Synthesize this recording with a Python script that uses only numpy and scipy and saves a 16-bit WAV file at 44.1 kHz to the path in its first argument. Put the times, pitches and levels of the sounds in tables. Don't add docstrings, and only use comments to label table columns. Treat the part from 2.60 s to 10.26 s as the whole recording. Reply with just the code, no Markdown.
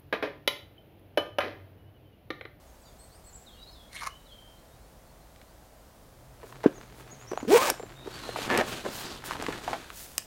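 import sys
import numpy as np
from scipy import signal
from scipy.fft import rfft, irfft, next_fast_len
from scipy.io import wavfile

SR = 44100
rng = np.random.default_rng(int(sys.argv[2]) if len(sys.argv) > 2 else 0)


def waveform_to_disk(signal):
    frames = np.transpose(np.atleast_2d(signal))
    scaled = np.clip(frames, -1, 1) * 32767
    samples = np.round(scaled).astype(np.int16)
    wavfile.write(sys.argv[1], SR, samples)


N = 337794
T = np.arange(N) / SR


def from_db(db):
    return 10 ** (np.asarray(db) / 20)


def rms_one(x):
    return x / np.sqrt(np.mean(x ** 2) + 1e-20)


def level(s, db):
    return from_db(np.interp(T, s, db, left=-150, right=-150))


def add(out, s, sound):
    at = max(round(s * SR), 0)
    out[at:at + len(sound)] += sound[:max(N - at, 0)]


def drift(rate):
    knots = np.arange(0, 9, 1 / rate)
    return rms_one(np.interp(T, knots, rng.standard_normal(len(knots))))


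def stroke(start, end, attack_s, release_s):
    before = np.maximum((start - T) / attack_s, 0)
    after = np.maximum((T - end) / release_s, 0)
    return from_db(-60 * np.minimum(before + after, 3))


def sway(s, length):
    out = np.zeros(N)
    add(out, s, np.sin(np.linspace(0, np.pi, max(int(length * SR), 2))))
    return out


def resonate(x, hz, width_hz):
    r = np.exp(-np.pi * width_hz / SR)
    feed = np.array([1, 0, -1]) * (1 - r * r) / 2
    feedback = [1, -2 * r * np.cos(2 * np.pi * hz / SR), r * r]
    return signal.lfilter(feed, feedback, x + 1e-18)


def colour(x, spectrum):
    size = 2 * next_fast_len(len(x))
    hz, db = np.transpose(spectrum)
    bins = np.maximum(np.fft.rfftfreq(size, 1 / SR), 1)
    gain = from_db(np.interp(np.log(bins), np.log(hz), db))
    cepstrum = irfft(np.log(gain))
    cepstrum[1:size // 2] *= 2
    cepstrum[size // 2 + 1:] = 0
    return irfft(rfft(x, size) * np.exp(rfft(cepstrum)))[:len(x)]


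def friction(per_s, spread_db):
    sizes = from_db(spread_db * np.minimum(rng.exponential(1, N), 4))
    slipping = rng.random(N) < per_s / SR
    return rms_one(rng.standard_normal(N) * sizes * slipping)


# time_s [s], teeth_per_s [1/s], rasp_db [dB]
ZIP_PULL = [(4.877, 190, -48), (4.897, 255, -38.5), (4.928, 415, -29), (4.955, 484, -30), (4.979, 480, -26),
            (4.991, 513, -38), (5.015, 533, -31), (5.026, 600, -30.5), (5.066, 570, -31.5),
            (5.102, 340, -32.5), (5.122, 160, -70)]
# [dB, relative]
RASP_SPECTRUM = [(820, -35), (1400, 4.5), (1770, -5), (2400, 1.5), (2710, -5), (3000, -5.5), (9050, -9.5),
                 (10900, -17), (15800, -9.5)]
SWING_DB, OCTAVE_DB, FULL_TEETH_PER_S = -15, -26, 430
SWING_DB_PER_OCTAVE, OCTAVE_DB_PER_OCTAVE = 16.5, 5.5
BEND_S, BEND_TAKES_S, HELD_SWING_DB, OCTAVE_FADE_DB_PER_S = 4.96, .028, -20.5, 73


def zipper(jitter=.03, flutter_db=3.0, scratch_db=-6, fabric_db=2, fabric_hz=600):
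    s, rate, rasp_db = np.transpose(ZIP_PULL)
    per_s = np.interp(T, s, rate)
    teeth = np.cumsum(per_s * (1 + jitter * drift(250))) / SR
    speed = np.minimum(np.log2(per_s / FULL_TEETH_PER_S), 0)
    past_bend = np.maximum(T - BEND_S, 0)
    held = np.minimum(past_bend / BEND_TAKES_S, 1)
    swing_db = SWING_DB + SWING_DB_PER_OCTAVE * speed + HELD_SWING_DB * held
    octave_db = OCTAVE_DB + OCTAVE_DB_PER_OCTAVE * speed - OCTAVE_FADE_DB_PER_S * past_bend
    tone = 0
    for k, db in enumerate([swing_db, octave_db], 1):
        flutter = from_db(flutter_db * drift(200) * (k / 2))
        tone = tone + from_db(db) * np.sqrt(2) * np.sin(2 * np.pi * k * teeth) * flutter
    engaged = np.maximum.accumulate(np.floor(teeth + .04 * drift(500)))
    force = from_db(3 * drift(500) - 1) / np.sqrt(per_s / SR)
    ticks = np.diff(engaged, prepend=0) * force
    scratch = rms_one(rng.standard_normal(N) * np.exp(-2.5 * (teeth % 1)))
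    rasp = rms_one(colour(ticks + from_db(scratch_db) * scratch, RASP_SPECTRUM))
    fabric = from_db(fabric_db) * rms_one(resonate(scratch, fabric_hz, 870))
    pull = stroke(s[0], s[-1], attack_s=.02, release_s=.06)
    return tone * pull + level(s, rasp_db) * (rasp + fabric) + end_stop()


# pitch_hz [Hz], level_db [dB], t60_s [s]
PULL_RINGS = [(3840, -25.5, .014), (5360, -23.5, 0.026), (11240, -19, 0.023), (14400, -34, .025)]
STOP_S = 5.1005


def end_stop():
    out, t = np.zeros(N), T[:SR // 10]
    ring = sum(from_db(db - 60 * t / t60) * np.sin(2 * np.pi * hz * t) for hz, db, t60 in PULL_RINGS)
    add(out, STOP_S, ring)
    return out


# time_s [s], level_db [dB]
RUSTLE_LEVEL = [(3.55, -93), (3.87, -54), (4.1, -56), (4.7, -54.5), (5.131, -51), (5.4, -53.5),
                (5.68, -47.5), (5.95, -35.5), (6.17, -44.5), (6.45, -45.5), (6.6, -50.5), (6.9, -38),
                (7.0, -46), (7.13, -42), (7.22, -55.5), (7.66, -63)]
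# [dB, relative]
CLOTH_SPECTRUM = [(45, -38), (80, 2.5), (180, 2.5), (400, 6.5), (520, -3), (720, -1), (1500, -9.5),
                  (2500, -13), (4000, -47)]
# [dB, relative]
SLIDING_SPECTRUM = [(880, 0), (1500, -0.5), (2160, -6), (2710, -2), (4180, -2.5), (5240, -9), (6710, -8.5),
                    (14700, -20), (15800, -28)]
# [dB, relative]
STRAP_SPECTRUM = [(47, -55), (80, -14), (107, -16), (181, -10.5), (276, -2), (640, -6.5), (891, -5),
                  (974, -9.5), (1660, -12), (1770, -2), (1930, -11.5), (2630, -16), (5350, -30.5),
                  (6380, -32), (15800, -46)]
HEAVE_S, HEAVE_END_S, HEAVE_DB = 5.902, 6.012, -25.5


def rustling(body_db=-1, swish_db=-7, catch_db=1.2, crease_db=-6):
    pops = resonate(friction(per_s=130, spread_db=1.1), 670, 1040)
    creases = rms_one(resonate(pops, 940, 3300))
    cloth = rms_one(colour(friction(per_s=900, spread_db=-3.0), CLOTH_SPECTRUM))
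    sliding = rms_one(colour(friction(per_s=7400, spread_db=-1), SLIDING_SPECTRUM))
    strap = rms_one(colour(friction(per_s=3000, spread_db=2.5), STRAP_SPECTRUM))
    fabric = from_db(body_db) * cloth + from_db(crease_db) * creases + from_db(swish_db) * sliding
    rustle = level(*np.transpose(RUSTLE_LEVEL)) * fabric
    heave = from_db(HEAVE_DB) * stroke(HEAVE_S, HEAVE_END_S, attack_s=0.057, release_s=0.05) * strap
    return (rustle + rubs(sliding) + heave) * from_db(catch_db * drift(70))


# middle_s [s], length_s [s], level_db [dB], top_ribs_per_s [1/s]
RUB_STROKES = [(5.631, 0.39, -48, 1500), (5.819, 0.13, -41, 2500), (6.13, 0.21, -43, 3000),
               (6.42, .42, -44.5, 5000), (6.696, .13, -43.5, 1700), (7.122, 0.55, -50.5, 2000)]


def rubs(sliding, rib_db=-10, slow_share=.75):
    swell, rate = np.zeros(N), np.zeros(N)
    for s, length, db, ribs_per_s in RUB_STROKES:
        speed = sway(s - length / 2, length)
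        swell += from_db(db) * speed
        rate = np.where(speed > 0, ribs_per_s * (slow_share + (1 - slow_share) * speed), rate)
    phase = 2 * np.pi * np.cumsum(rate * np.exp(.16 * drift(700))) / SR
    ribs = rms_one(drift(900) * np.sin(phase))
    return swell * (sliding + from_db(rib_db) * ribs)


# pitch_hz [Hz], level_db [dB, relative], t60_s [s]
DROP_RINGS = [(225, -32, 0.019), (300, 2, 0.025), (400, 1, 0.021), (655, -20, 0.026), (1016, -28, 0.046),
              (1580, -19.5, 0.019)]
# time_s [s], level_db [dB]
TIN_CLATTERS = [(4.035, -42), (4.044, -44), (4.065, -32.5)]
DROP_S, DROP_PEAK_DB, CLATTER_T60_S = 4.0588, -2, 0.055


def tin_drop(contact_s=0.0018, lag_s=0.0012):
    out, t = np.zeros(N), T[:SR // 5]
    thud = 0
    for hz, db, t60 in DROP_RINGS:
        thud = thud + from_db(db - 60 * t / t60) * np.sin(2 * np.pi * hz * (t - lag_s))
    thud = thud * (1 - np.exp(-(t / contact_s) ** 2))
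    thud = signal.sosfilt(signal.butter(4, 150, "high", fs=SR, output="sos"), thud)
    add(out, DROP_S, from_db(DROP_PEAK_DB) * thud / np.abs(thud).max())
    clatter = sum(from_db(db) * stroke(s, s, attack_s=0.0096, release_s=CLATTER_T60_S)
                  for s, db in TIN_CLATTERS)
    contents = resonate(friction(per_s=4200, spread_db=-5.0), 1040, 610)
    return out + clatter * rms_one(resonate(contents, 900, 3100))


# start_s [s], peak_db [dB], pitch_hz [Hz], t60_s [s]
SOFT_THUMPS = [(3.831, -35.5, 400, 0.08), (4.040, -21.5, 487, 0.069), (4.18, -38, 453, 0.044),
               (4.716, -23, 380, 0.04), (4.733, -22, 390, 0.039), (4.7754, -17, 745, .008),
               (4.829, -25.5, 244, 0.033), (4.85, -28, 300, 0.041), (5.119, -27.5, 326, 0.022),
               (5.197, -28.5, 447, 0.044), (5.232, -29.5, 368, 0.03), (5.459, -34, 335, .05),
               (5.472, -26, 370, 0.055), (5.691, -23, 530, 0.028), (5.788, -22.5, 450, 0.019),
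               (6.011, -14.5, 664, 0.079), (6.252, -23.5, 367, 0.12), (6.262, -21, 408.6, 0.035),
               (6.754, -26, 680, 0.028), (6.797, -30.5, 300, 0.052), (6.885, -20.5, 387, 0.038),
               (7.078, -19, 716, 0.056), (7.131, -18, 674, 0.08)]
# start_s [s], peak_db [dB], pitch_hz [Hz], t60_s [s]
HARD_TAPS = [(2.761, -43.5, 2180, .013), (2.815, -40.5, 1920, 0.027), (3.925, -35.5, 990, .017),
             (4.034, -35.5, 2100, .02), (4.802, -32.5, 900, 0.05), (5.141, -31, 696, 0.012),
             (5.7602, -19.5, 695, 0.028), (5.9021, -14.5, 980, 0.0039), (5.975, -16, 1390, .026),
             (6.64, -28, 890, .012), (6.710, -17, 876, 0.0058), (6.7177, -23, 970, .012),
             (6.824, -25.5, 700, .013), (6.865, -18.5, 1290, 0.014), (6.925, -25, 1490, 0.095),
             (7.3031, -25, 1114, .004)]
THUMP_TREBLE_DB, TAP_TREBLE_DB, TAP_DB_PER_OCTAVE = -26, -18.5, 8


def knocks(rows, treble_db, db_per_octave=0, damping=0.34, rattle=0.31, tick_hz=3500):
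    out, t = np.zeros(N), T[:SR // 5]
    for s, db, hz, t60 in rows:
        settle, crackle = rng.standard_normal((2, len(t))) * from_db(-60 * t / t60)
        push = rattle * settle + 2 * (t == 0)
        thump = rms_one(resonate(resonate(push, hz, damping * hz), hz, 3 * hz))
        tick = rms_one(resonate(crackle * np.exp(-t / 0.0054), tick_hz, 4700))
        tick_db = treble_db + db_per_octave * np.log2(hz / 1000)
        knock = thump + from_db(tick_db) * tick
        add(out, s, from_db(db) * knock / np.abs(knock).max())
    return out


# [dB, relative]
POT_RINGS = [(1140, 144, 6.5), (1770, 230, -4), (2165, 94, 3), (3150, 1000, -6.5), (4200, 200, -11.5),
             (7200, 2300, -14.5), (9050, 550, -13), (11900, 1300, -21)]
SCRAPE_S, RIM_S, SCRAPE_END_S, LIP_DB, RIM_DB = 1.339, 1.413, 1.474, -42.5, -38


def spout(rim_takes_s=.02, lip_db=-15, rim_db=-1.5, grit_db=-6, judder_db=2.5):
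    slips = friction(per_s=2400, spread_db=-0.7) * from_db(judder_db * drift(150))
    pressed = np.clip((T - RIM_S) / rim_takes_s + .5, 0, 1)
    rings = 0
    for k, (hz, width, db) in enumerate(POT_RINGS):
        share_db = lip_db + (rim_db - lip_db) * pressed if k == 0 else -3 * pressed
        gain = from_db(db + share_db + 2 * drift(59.9))
        rings = rings + gain * resonate(slips, hz, width) * (-1) ** k
    grit = from_db(grit_db) * rms_one(resonate(slips, 3400, 4300))
    drag = stroke(SCRAPE_S, SCRAPE_END_S, attack_s=0.1, release_s=0.06)
    contact = from_db(LIP_DB + (RIM_DB - LIP_DB) * pressed) * drag
    return (rms_one(rings) + grit) * contact


# start_s [s], length_s [s], level_db [dB]
BRUSH_PASSES = [(3.807, 0.17, -59.5), (4.33, 0.13, -57.5), (6.032, 0.13, -47), (6.272, 0.22, -42.5),
                (6.632, 0.07, -40.5), (7.198, 0.61, -52), (7.307, 0.19, -44.5)]
# [dB, relative]
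GRASS_SPECTRUM = [(410, -25), (700, 1), (1040, 3), (1240, -4), (1360, 5), (2230, 3.5), (6510, 7.5),
                  (15800, 6.5)]


def brushes():
    swell = sum(from_db(db) * sway(s, length) ** 2 for s, length, db in BRUSH_PASSES)
    return swell * rms_one(colour(friction(per_s=11000, spread_db=2.0), GRASS_SPECTRUM))


# start_s [s], level_db [dB over the first 3 ms], top_hz [Hz]
SHARP_SNAPS = [(4.9792, -26.5, 3000), (5.1004, -18.5, 7000), (5.976, -24, 6000), (6.8245, -33, 5000),
               (7.5805, -20, 14000)]
# [dB, relative]
CRACK_SPECTRUM = [(150, -65), (250, -12), (672, -7), (1690, 0), (2080, -10.5), (2430, -7.5), (3810, -13),
                  (5120, -5), (6300, -7), (8170, -1.5), (10400, -10), (14200, -1.5), (15800, -21)]


def snaps(crack_s=0.0012, splinter_db=-25, splinter_s=0.0078):
    out, t = np.zeros(N), T[:SR // 10]
    attack = t < .003
    for s, db, top_hz in SHARP_SNAPS:
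        decay = np.exp(-t / crack_s) + from_db(splinter_db) * np.exp(-t / splinter_s)
        burst = colour(rng.standard_normal(len(t)) * decay, CRACK_SPECTRUM)
        snap = signal.sosfilt(signal.butter(1, min(top_hz, .4 * SR), fs=SR, output="sos"), burst)
        add(out, s, from_db(db) * snap / np.std(snap[attack]))
    return out


# start_s [s], length_s [s], final_hz [Hz], level_db [dB]
BIRD_SLURS = [(0.042, .11, 6050, -69), (0.208, .13, 6500, -64), (.245, .09, 3250, -65),
              (0.856, 0.11, 3120, -56.5), (1.123, 0.18, 3315, -58), (1.651, 0.31, 3148, -56)]
SLUR_OCTAVES, SLUR_S, SLUR_FADE_DB = .5, .03, 8.5
# start_s [s], top_hz [Hz], level_db [dB]
BIRD_CHIPS = [(.385, 8540, -59), (.42, 8600, -60.5), (.52, 8700, -66), (.64, 8040, -56.5),
              (.725, 7700, -54), (1.105, 5260, -67), (4.133, 6750, -56.5), (4.495, 6740, -56),
              (4.595, 7100, -58.5), (4.669, 6080, -54), (4.762, 6900, -54)]
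CHIP_S, CHIP_OCTAVES = .062, .22
# start_s [s], length_s [s], pitch_hz [Hz], level_db [dB]
BIRD_WHISTLES = [(.94, .08, 2880, -67), (0.983, 0.06, 3850, -55), (1.067, .04, 4250, -54),
                 (1.48, .11, 3010, -59.5), (5.12, .14, 7260, -62), (5.353, 0.132, 3760, -55.5),
                 (5.526, 0.049, 4510, -51.5), (5.602, 0.2, 4130, -55)]
WHISTLE_RISE_OCTAVES = 0.067
FAR_UNTIL_S, FAR_GAP_S, FAR_NOTE_S, FAR_HZ = 3.1, .17, 0.074, 4190
FAR_OCTAVES, FAR_DB, FAR_FADE_DB_PER_S = 0.25, -65.5, 4


def birds(waver=0.016, flutter_db=3):
    out, wobble, flutter = np.zeros(N), drift(300), drift(100)

    def sing(s, length, hz, db, octaves, fade_db=0):
        on = (T >= s) & (T < s + length)
        u = (T[on] - s) / length
        pitch = hz * 2 ** octaves(u) * (1 + waver * wobble[on])
        note_db = db - fade_db * u + flutter_db * flutter[on]
        swell = np.sqrt(2 * np.abs(np.sin(np.pi * u))) * from_db(note_db)
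        add(out, s, swell * np.sin(2 * np.pi * np.cumsum(pitch) / SR))

    for s, length, hz, db in BIRD_SLURS:
        sing(s, length, hz, db, lambda u: SLUR_OCTAVES * np.exp(-u * length / SLUR_S), SLUR_FADE_DB)
    for s, hz, db in BIRD_CHIPS:
        sing(s, CHIP_S, hz, db, lambda u: -CHIP_OCTAVES * (2 * u - 1) ** 2)
    for s, length, hz, db in BIRD_WHISTLES:
        sing(s, length, hz, db, lambda u: WHISTLE_RISE_OCTAVES * (u - .5))
    for k, (late, high, way) in enumerate(rng.uniform(-1.1, 1, size=(30, 3))):
        s = FAR_GAP_S * (k + 1 + late / 2)
        if s < FAR_UNTIL_S:
            hz, db = FAR_HZ * (1 + .12 * high), FAR_DB - FAR_FADE_DB_PER_S * s
            sing(s, FAR_NOTE_S, hz, db, lambda u: (1 + way) * FAR_OCTAVES * (u - .5))
    return garden(out, t60=0.55, wet_db=-7)


# [dB, relative]
AIR_SPECTRUM = [(15, -47), (25, -7), (55, -2.5), (76, -7.5), (316, -17), (414, -18), (542, -14.5),
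                (654, -14.5), (749, -16.5), (929, -20.5), (1060, -21.5), (2590, -31.5), (3300, -31.5),
                (15800, -35.5)]
AIR_DB = -54
# start_s [s], end_s [s], pitch_hz [Hz], level_db [dB]
MOTOR_HUMS = [(0, 10, 49.4, -63.5), (3.5, 7.2, 125.1, -57.5)]


def background(hum_wander=1.66, waver_db=2):
    out = from_db(AIR_DB) * rms_one(colour(rng.standard_normal(N), AIR_SPECTRUM))
    for start, end, hz, db in MOTOR_HUMS:
        hum = np.sqrt(2) * np.sin(2 * np.pi * hz * T + hum_wander * drift(15))
        hum = hum * from_db(waver_db * drift(8.8))
        fade = np.clip(np.minimum(T - start, end - T) * 10, 0, 1)
        out += from_db(db) * hum * fade
    return out


def garden(x, t60, wet_db):
    t = T[:SR // 2]
    tail = rng.standard_normal(len(t)) * from_db(-60 * t / t60) * (t > .004)
    tail = signal.sosfilt(signal.butter(1, [700, 7000], "band", fs=SR, output="sos"), tail)
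    return x + from_db(wet_db) * signal.fftconvolve(x, tail / np.linalg.norm(tail))[:N]


def scene():
    blows = knocks(SOFT_THUMPS, THUMP_TREBLE_DB) + knocks(HARD_TAPS, TAP_TREBLE_DB, TAP_DB_PER_OCTAVE)
    near = zipper() + rustling() + tin_drop() + blows + spout() + brushes() + snaps()
    return (garden(near, t60=0.26, wet_db=-17) + birds() + background())[None]


CUTOFF_HZ = 15900


def record(dry):
    return signal.sosfilt(signal.ellip(10, .1, 70, CUTOFF_HZ, fs=SR, output="sos"), dry)


dry = scene()
out = record(dry)
waveform_to_disk(out)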